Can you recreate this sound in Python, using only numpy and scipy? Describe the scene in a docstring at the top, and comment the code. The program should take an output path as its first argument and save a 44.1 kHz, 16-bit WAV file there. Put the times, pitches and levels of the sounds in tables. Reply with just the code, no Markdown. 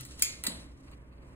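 """Caning a steel chair

A cane strand hisses and ticks as it is drawn through a steel chair frame, close to two microphone
ports. Its loose end whips a ringing rod, then it snaps taut: the frame thuds and the windings clatter.
Fingers rub the strand into place over a quiet outdoor rumble and a faint hum."""
import sys
import numpy as np
from scipy import signal
from scipy.fft import rfft, irfft, next_fast_len
from scipy.io import wavfile
from scipy.ndimage import map_coordinates

SR = 44100
rng = np.random.default_rng(int(sys.argv[2]) if len(sys.argv) > 2 else 0)


def put_to_file(sound):
    """Save the sound as 16-bit audio at rate SR, in the file named by the first command-line argument."""
    columns = np.atleast_2d(sound).T  # one column per channel
    safe = np.clip(columns, -1, 1)
    whole_steps = np.round(safe * 32767)
    wavfile.write(sys.argv[1], SR, whole_steps.astype(np.int16))


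N = 59535
TIME = np.arange(N) / SR
CRACK_ATTACK_S, FRAME_ATTACK_S = 0.00012, 0.0017


def amp(db):
    """Decibels to gain."""
    return 10 ** (np.asarray(db) / 20)


def unit(x):
    """Scale to rms 1."""
    return x / np.sqrt(np.mean(x ** 2) + 1e-20)


def along(points, hz):
    """Read a curve of (Hz, value) points on a log frequency axis."""
    freqs, values = np.transpose(points)
    return np.interp(np.log(hz + 1), np.log(freqs + 1), values)


def grid():
    """Frequencies of the padded transform, in Hz."""
    return np.fft.rfftfreq(2 * next_fast_len(N // 2 + 2048, True), 1 / SR)


def coloured(x, points, tilt_db=0):
    """Causal EQ through (Hz, dB) points that keeps the power of white noise."""
    hz = grid()
    octaves = np.log2(np.maximum(hz, 300) / 300)
    gain = unit(amp(along(points, hz) + tilt_db * octaves))
    cepstrum = irfft(np.log(gain + 1e-6))
    size = len(cepstrum)
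    cepstrum[1:size // 2] *= 2  # fold to minimum phase
    cepstrum[size // 2 + 1:] = 0
    return irfft(rfft(x, size) * np.exp(rfft(cepstrum)))[..., :N]


def noise():
    """White noise in two rows: the part both ports share, and the part they do not."""
    return rng.standard_normal((2, N))


def grains(rate):
    """Tiny contacts of random time and size, rate a second, at rms 1."""
    return unit(noise() * (rng.random(N) < rate / SR))


def wobble(rate):
    """A smooth random curve, rate knots a second."""
    knots = rng.standard_normal(int(N * rate / SR) + 4)
    return map_coordinates(knots, [TIME * rate])


def decay(start, t60, attack):
    """An envelope with a quick rise and an exponential fall."""
    age = np.maximum(TIME - start, 0)
    return (1 - np.exp(-age / attack)) * np.exp(-np.log(1000) * age / t60)


def cue(tail, start, attack):
    """Fade a tail in and place it at its start time."""
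    rise = 1 - np.exp(-np.arange(tail.shape[1]) / SR / attack)
    return np.pad(tail * rise, ((0, 0), (round(start * SR), N)))[:, :N]


def ring(start, modes, attack):
    """Decaying modes, each with a random phase."""
    t = np.arange(int(SR * max(t60 for hz, db, t60 in modes))) / SR
    tail = sum(amp(db - 60 * t / t60) * np.sin(2 * np.pi * (hz * t + rng.random((2, 1))))
               for hz, db, t60 in modes)
    return cue(np.sqrt(2) * tail, start, attack)


def wash(start, t60s, attack=0.0012):
    """A diffuse noisy tail in which each frequency dies at its own speed."""
    hz, t, spectrum = signal.stft(rng.standard_normal((2, SR * 2 // 3)), SR, nperseg=256)
    fade = np.exp(-np.log(1000) * t / along(t60s, hz)[:, None])
    tail = signal.istft(spectrum * fade, SR, nperseg=256)[1]
    return cue(tail, start, attack)


def shimmer(start, t60s, attack=0.002, count=900):
    """A metallic tail of many weak, close modes of random pitch and size."""
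    jitter, chance, *phases = rng.random((count, 4)).T
    hz = (np.arange(count) + jitter) / count * SR / 2
    power = -np.log(chance + 1e-9)
    poles = (2j * np.pi * hz - np.log(1000) / np.maximum(along(t60s, hz), 0.01)) / SR
    weights = np.sqrt(2 * power / power.sum()) * np.exp(2j * np.pi * np.array(phases))
    step = np.arange(150)  # 150 blocks of 150 samples
    block_starts = weights[:, None] * np.exp(np.outer(step * len(step), poles))
    tail = (block_starts @ np.exp(np.outer(poles, step))).real.reshape(2, -1)
    return cue(tail, start, attack)


# Tone of the outdoor air. Each row: frequency in Hz, relative gain in dB.
RUMBLE_EQ = [(20, -8), (40, -4), (65, 6), (100, -7), (150, -7.5), (200, -9.5), (280, -7.5), (450, -17),
             (560, -14), (750, -25), (1080, -20), (1350, -26.5), (1900, -25.5), (2400, -28.5),
             (3200, -37.5), (6000, -57), (9500, -49), (15000, -54), (16200, -69)]
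# Notes of the hum. Each row: pitch in Hz, level in dB.
HUM_TONES = [(60, -60.5), (129, -61.5)]

def background(rumble_db=-51.5, swell_db=1, waver_db=2.5):
    """A bed of low outdoor rumble and faint wavering hum."""
    hum = 0
    for hz, db in HUM_TONES:
        level = amp(db + waver_db * wobble(7.9))
        phase = 2 * np.pi * (hz * TIME + rng.random((2, 1))) + 0.5 * wobble(5.9)
        hum += level * np.sin(phase)
    return amp(rumble_db + swell_db * wobble(8)) * coloured(noise(), RUMBLE_EQ) + hum


def frame_swing(level_db=-47, t60_s=0.38):
    """The frame's lowest mode, already swinging from handling, fades away."""
    lowest_hz = FRAME_MODES[0][0]
    return ring(0, [(lowest_hz, level_db, t60_s)], FRAME_ATTACK_S)


# Fader curve of the sliding strand. Each row: time in seconds, level in dB.
SLIDE_LEVELS = [(0, -47), (.03, -54.5), (.09, -57), (.118, -51.5), (0.161, -60), (0.222, -44), (.41, -59.5),
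                (0.599, -57), (0.691, -70.5), (.8, -72.5), (.87, -68), (.93, -70), (0.999, -81), (1.2, -82),
                (1.271, -74.5), (1.35, -75)]
# Its bright hiss. Each row: frequency in Hz, relative gain in dB.
SLIDE_EQ = [(300, -14), (1200, 2), (2300, 3), (4000, 6.5), (6000, 4), (9500, 3), (13000, -14), (15200, -13),
            (16500, -33)]

def slide(rough_db=2.0, fibres_per_s=440, fibre_db=-7):
    """Cane rubs over steel and skin: an uneven hiss with tiny catches of its fibres."""
    level_db = np.interp(TIME, *np.transpose(SLIDE_LEVELS)) + rough_db * wobble(90)
    friction = noise() + amp(fibre_db) * grains(fibres_per_s)
    return coloured(amp(level_db) * friction, SLIDE_EQ)


# Ticks and snaps of the cane. Each row: start in seconds, level in dB, crack t60 in seconds,
# tail in dB relative to the snap, tilt in dB per octave.
SNAP_CUES = [(.006, -48, 0.0024, -26.5, -10), (.0095, -28.5, 0.0056, -31.5, 4.5),
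             (.0510, -30.5, 0.0053, -20.5, 4), (0.1953, -30.5, .006, -36.5, 7),
             (0.4380, -18, 0.0056, -24.5, 2.5), (0.4526, -19.5, 0.0018, -37, 6),
             (0.4661, -21.5, 0.0233, -18, -0.4), (0.4692, -14, 0.0063, -22.5, 0.2),
             (.9145, -47.5, 0.0032, -49, 4)]
# Their crisp tone. Each row: frequency in Hz, relative gain in dB.
SNAP_EQ = [(150, -9.5), (650, -13), (950, -19), (1600, -9), (2900, -8.5), (4000, 4.5), (4700, -0.5),
           (5600, -11), (7300, -1), (8600, 1), (10700, -4.5), (12500, -8), (15400, -10), (16500, -37)]
# Their tail through frame and windings. Each row: frequency in Hz, t60 in seconds.
SNAP_DECAYS = [(800, 0.1), (3500, 0.45), (6000, 0.2), (10000, 0.32), (15000, 0.097)]
# Woody ring of taut cane. Each row: pitch in Hz, level in dB relative to the snap, t60 in seconds.
CANE_MODES = [(867.4, -37, 0.11), (1395, -30.5, .06), (1973, -25, 0.058), (2338, -27, 0.077),
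              (2720, -35, 0.099), (3405, -37, .25), (4124, -31.5, 0.22)]

def snaps():
    """The strand catches and lets go: a dry crack, a woody ring and a diffuse tail."""
    track = 0
    for start, db, t60, tail_db, tilt_db in SNAP_CUES:
        crack = noise() * decay(start, t60, CRACK_ATTACK_S)
        tail = amp(tail_db) * wash(start, SNAP_DECAYS)
        wood = ring(start, CANE_MODES, CRACK_ATTACK_S)
        track += amp(db) * (coloured(crack + tail, SNAP_EQ, tilt_db) + wood)
    return track


# Hits of the loose end on a rod. Each row: start in seconds, level in dB.
WHIP_CUES = [(0.2219, -11), (0.2235, -21), (0.23, -28.5)]
# Their sharp tone. Each row: frequency in Hz, relative gain in dB.
WHIP_EQ = [(200, -44.5), (950, -39), (1400, -15), (1850, -12), (2400, 2), (2850, -19.5), (3350, -9),
           (3900, -11), (4700, 0.5), (5150, -4.5), (5700, -13.5), (6800, 5.5), (7800, -3.5), (8400, -0.5),
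           (10500, 1.5), (13000, -12), (14000, -2.5), (15400, -3.5), (16500, -20)]
# The frame's dense high shimmer. Each row: frequency in Hz, t60 in seconds.
WHIP_DECAYS = [(1000, .35), (3000, 0.45), (7000, 0.31), (10500, 0.1), (12000, 0.11), (13500, 0.24),
               (15000, 0.073)]
# Ring of the steel rod. Each row: pitch in Hz, level in dB relative to the first hit, t60 in seconds.
ROD_MODES = [(634.6, -42, 0.17), (2105, -37, 0.64), (2354, -33, 0.31), (2457, -33.5, 0.258),
             (2674, -35.5, .2), (3220, -29.5, .2), (3445, -37.5, 0.3), (4230, -40.5, 0.52),
             (5170, -37.5, .33), (5200, -17.5, 0.11), (6680, -24.5, 0.15), (6940, -26.5, .29),
             (7795, -34.5, 0.28), (10275, -21.5, 0.11), (10860, -26.5, 0.24), (13270, -28, .09)]

def whip(crack_t60_s=0.018, tail_db=-14.5):
    """The cane's end cracks on a rod, which rings briefly among the many modes of the frame."""
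    cracks = sum(amp(db) * noise() * decay(start, crack_t60_s, CRACK_ATTACK_S)
                 for start, db in WHIP_CUES)
    start, db = WHIP_CUES[0]
    tail = amp(db + tail_db) * shimmer(start, WHIP_DECAYS)
    rod = amp(db) * ring(start, ROD_MODES, CRACK_ATTACK_S)
    return coloured(cracks + tail, WHIP_EQ) + rod


def lurch(centre_s=0.4838, level_db=-32, pitch_hz=220, half_width_s=0.0035):
    """The frame's one heavy lurch: a short low pulse that both ports share."""
    t = TIME - centre_s
    pulse = np.exp(-(t / half_width_s) ** 2) * np.sin(2 * np.pi * pitch_hz * t)
    return np.outer([1, 0], amp(level_db) * pulse)


# Tugs of the strand on the frame. Each row: start in seconds, level in dB.
TUG_CUES = [(0.437, -54), (0.471, -43), (.4790, -44)]
# Their dull tone. Each row: frequency in Hz, relative gain in dB.
THUD_EQ = [(60, -28), (180, -10.5), (320, 11.5), (420, -2.5), (600, -6.5), (900, -4.5), (1500, -15.5),
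           (4000, -47)]
# Low ring of the frame. Each row: pitch in Hz, level in dB relative to the last tug, t60 in seconds.
FRAME_MODES = [(128.6, -14, 0.68), (171, -7.5, 0.96), (229, -5, 0.65), (275, -14, 2.1), (298.3, -12, 0.91),
               (338.2, -7, 0.33), (495, -26, 1.5), (541, -18.5, 0.4)]

def thud(knock_trim_db=-0.5, knock_t60_s=0.0496, shudder_db=-13, shudder_t60_s=0.72):
    """The taut strand jerks the whole frame: dull knocks, one lurch, then a low shudder and ringing."""
    knocks = 0
    for start, db in TUG_CUES:
        knock = decay(start, knock_t60_s, FRAME_ATTACK_S)
        shudder = amp(shudder_db) * decay(start, shudder_t60_s, FRAME_ATTACK_S)
        knocks += amp(db) * noise() * (knock + shudder)
    start, db = TUG_CUES[-1]
    frame = amp(db) * ring(start, FRAME_MODES, FRAME_ATTACK_S)
    return amp(knock_trim_db) * coloured(knocks, THUD_EQ) + lurch() + frame


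# Shakes of the windings. Each row: start in seconds, level in dB.
CLATTER_CUES = [(0.4393, -46), (.48, -48.5)]
# Their woody midrange. Each row: frequency in Hz, relative gain in dB.
CLATTER_EQ = [(150, -29), (300, -10), (450, -3), (600, 1.5), (750, -5), (1000, -1.5), (1400, -6.5),
              (2000, -1), (2800, -6), (4000, -10.5), (8000, -47.5)]
# Their tail. Each row: frequency in Hz, t60 in seconds.
CLATTER_DECAYS = [(600, 0.6), (3000, 0.58)]

def clatter(taps_per_s=280, tap_db=-4.5, patter_t60_s=0.44, attack_s=0.0013):
    """Jerks shake the windings against the frame: a fading patter of taps over a diffuse tail."""
    patter = 0
    for start, db in CLATTER_CUES:
        taps = amp(tap_db) * grains(taps_per_s) * decay(start, patter_t60_s, attack_s)
        patter += amp(db) * (taps + wash(start, CLATTER_DECAYS, attack_s))
    return coloured(patter, CLATTER_EQ)


# Fingers working the strand into place. 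Each row: centre in seconds, half width in seconds, level in dB.
SCRAPE_CUES = [(0.883, 0.0189, -59), (0.93, 0.0173, -54), (1.129, 0.019, -65), (1.176, .02, -69),
               (1.228, 0.017, -66.5)]
# Their raspy tone. Each row: frequency in Hz, relative gain in dB.
SCRAPE_EQ = [(300, -49), (800, 2), (1080, 10.5), (1500, -3.5), (2000, 0), (2400, 7.5), (2750, 0),
             (3200, -8), (4600, -1), (6000, -40), (9000, -14.5), (16000, -32)]

def scrapes(slips_per_s=1800):
    """Short rubs of skin on cane, made of many tiny slips."""
    strokes = sum(amp(db) * np.exp(-2 * ((TIME - centre) / half_width) ** 2)
                  for centre, half_width, db in SCRAPE_CUES)
    return coloured(grains(slips_per_s) * strokes, SCRAPE_EQ)


def comb_colour(x, wet_db=-4.5, spread_s=0.006, count=9):
    """A few faint, very short delays give the strand's sounds a slightly hollow, comb-like colour."""
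    lags = ((0.1 + rng.random(count)) * spread_s * SR).astype(int)
    delayed = sum((-1) ** k * np.pad(x, ((0, 0), (lag, 0)))[:, :N] for k, lag in enumerate(lags))
    return (x + amp(wet_db) * delayed / np.sqrt(count)) / np.hypot(1, amp(wet_db))


# Timing between the ports. Each row: frequency in Hz, phase lead of left over right in radians.
PORT_LEAD = [(200, 0), (450, .1), (1200, 2), (2200, 3.6), (4000, 2.9), (5600, 3.2), (7400, 5.1),
             (8500, 6.3), (9700, 7.5), (12000, 9.4), (14500, 11.8), (16000, 12.8)]
# Stereo width. Each row: frequency in Hz, likeness of the two ports from 0 to 1.
PORT_COHERENCE = [(130, .96), (300, .8), (700, .35), (1500, .35), (3000, .6), (5600, .92), (7500, .7),
                  (10000, .65), (12000, .9), (15000, .65)]
# Stereo balance. Each row: frequency in Hz, level of left over right in dB.
PORT_PAN = [(60, -1.5), (600, -1), (1500, -0.15), (10000, 0)]

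def ports(x):
    """Spread the shared and unshared parts over two ports; the left one hears the treble first."""
    hz = grid()
    width = np.arccos(np.clip(along(PORT_COHERENCE, hz), -1, 1)) / 2
    shared, unshared = rfft(x, 2 * (len(hz) - 1)) * [np.cos(width), np.sin(width)]
    lean = np.exp(1j * along(PORT_LEAD, hz) / 2) * amp(along(PORT_PAN, hz) / 2)
    left, right = (shared + unshared) * lean, (shared - unshared) / lean
    return irfft(np.array([left, right]))[:, :N]


def scene():
    """Chair, strand and outdoor bed, mixed at the two ports."""
    chair = whip() + thud() + clatter() + frame_swing()
    strand = comb_colour(snaps() + slide() + scrapes())
    return ports(chair + strand + background())


def record(dry, top_hz=16500):
    """A brick-wall low-pass takes off the very top."""
    hz = grid()
    return irfft(rfft(dry, 2 * (len(hz) - 1)) * (hz < top_hz))[:, :N]


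dry = scene()
out = record(dry)
put_to_file(out)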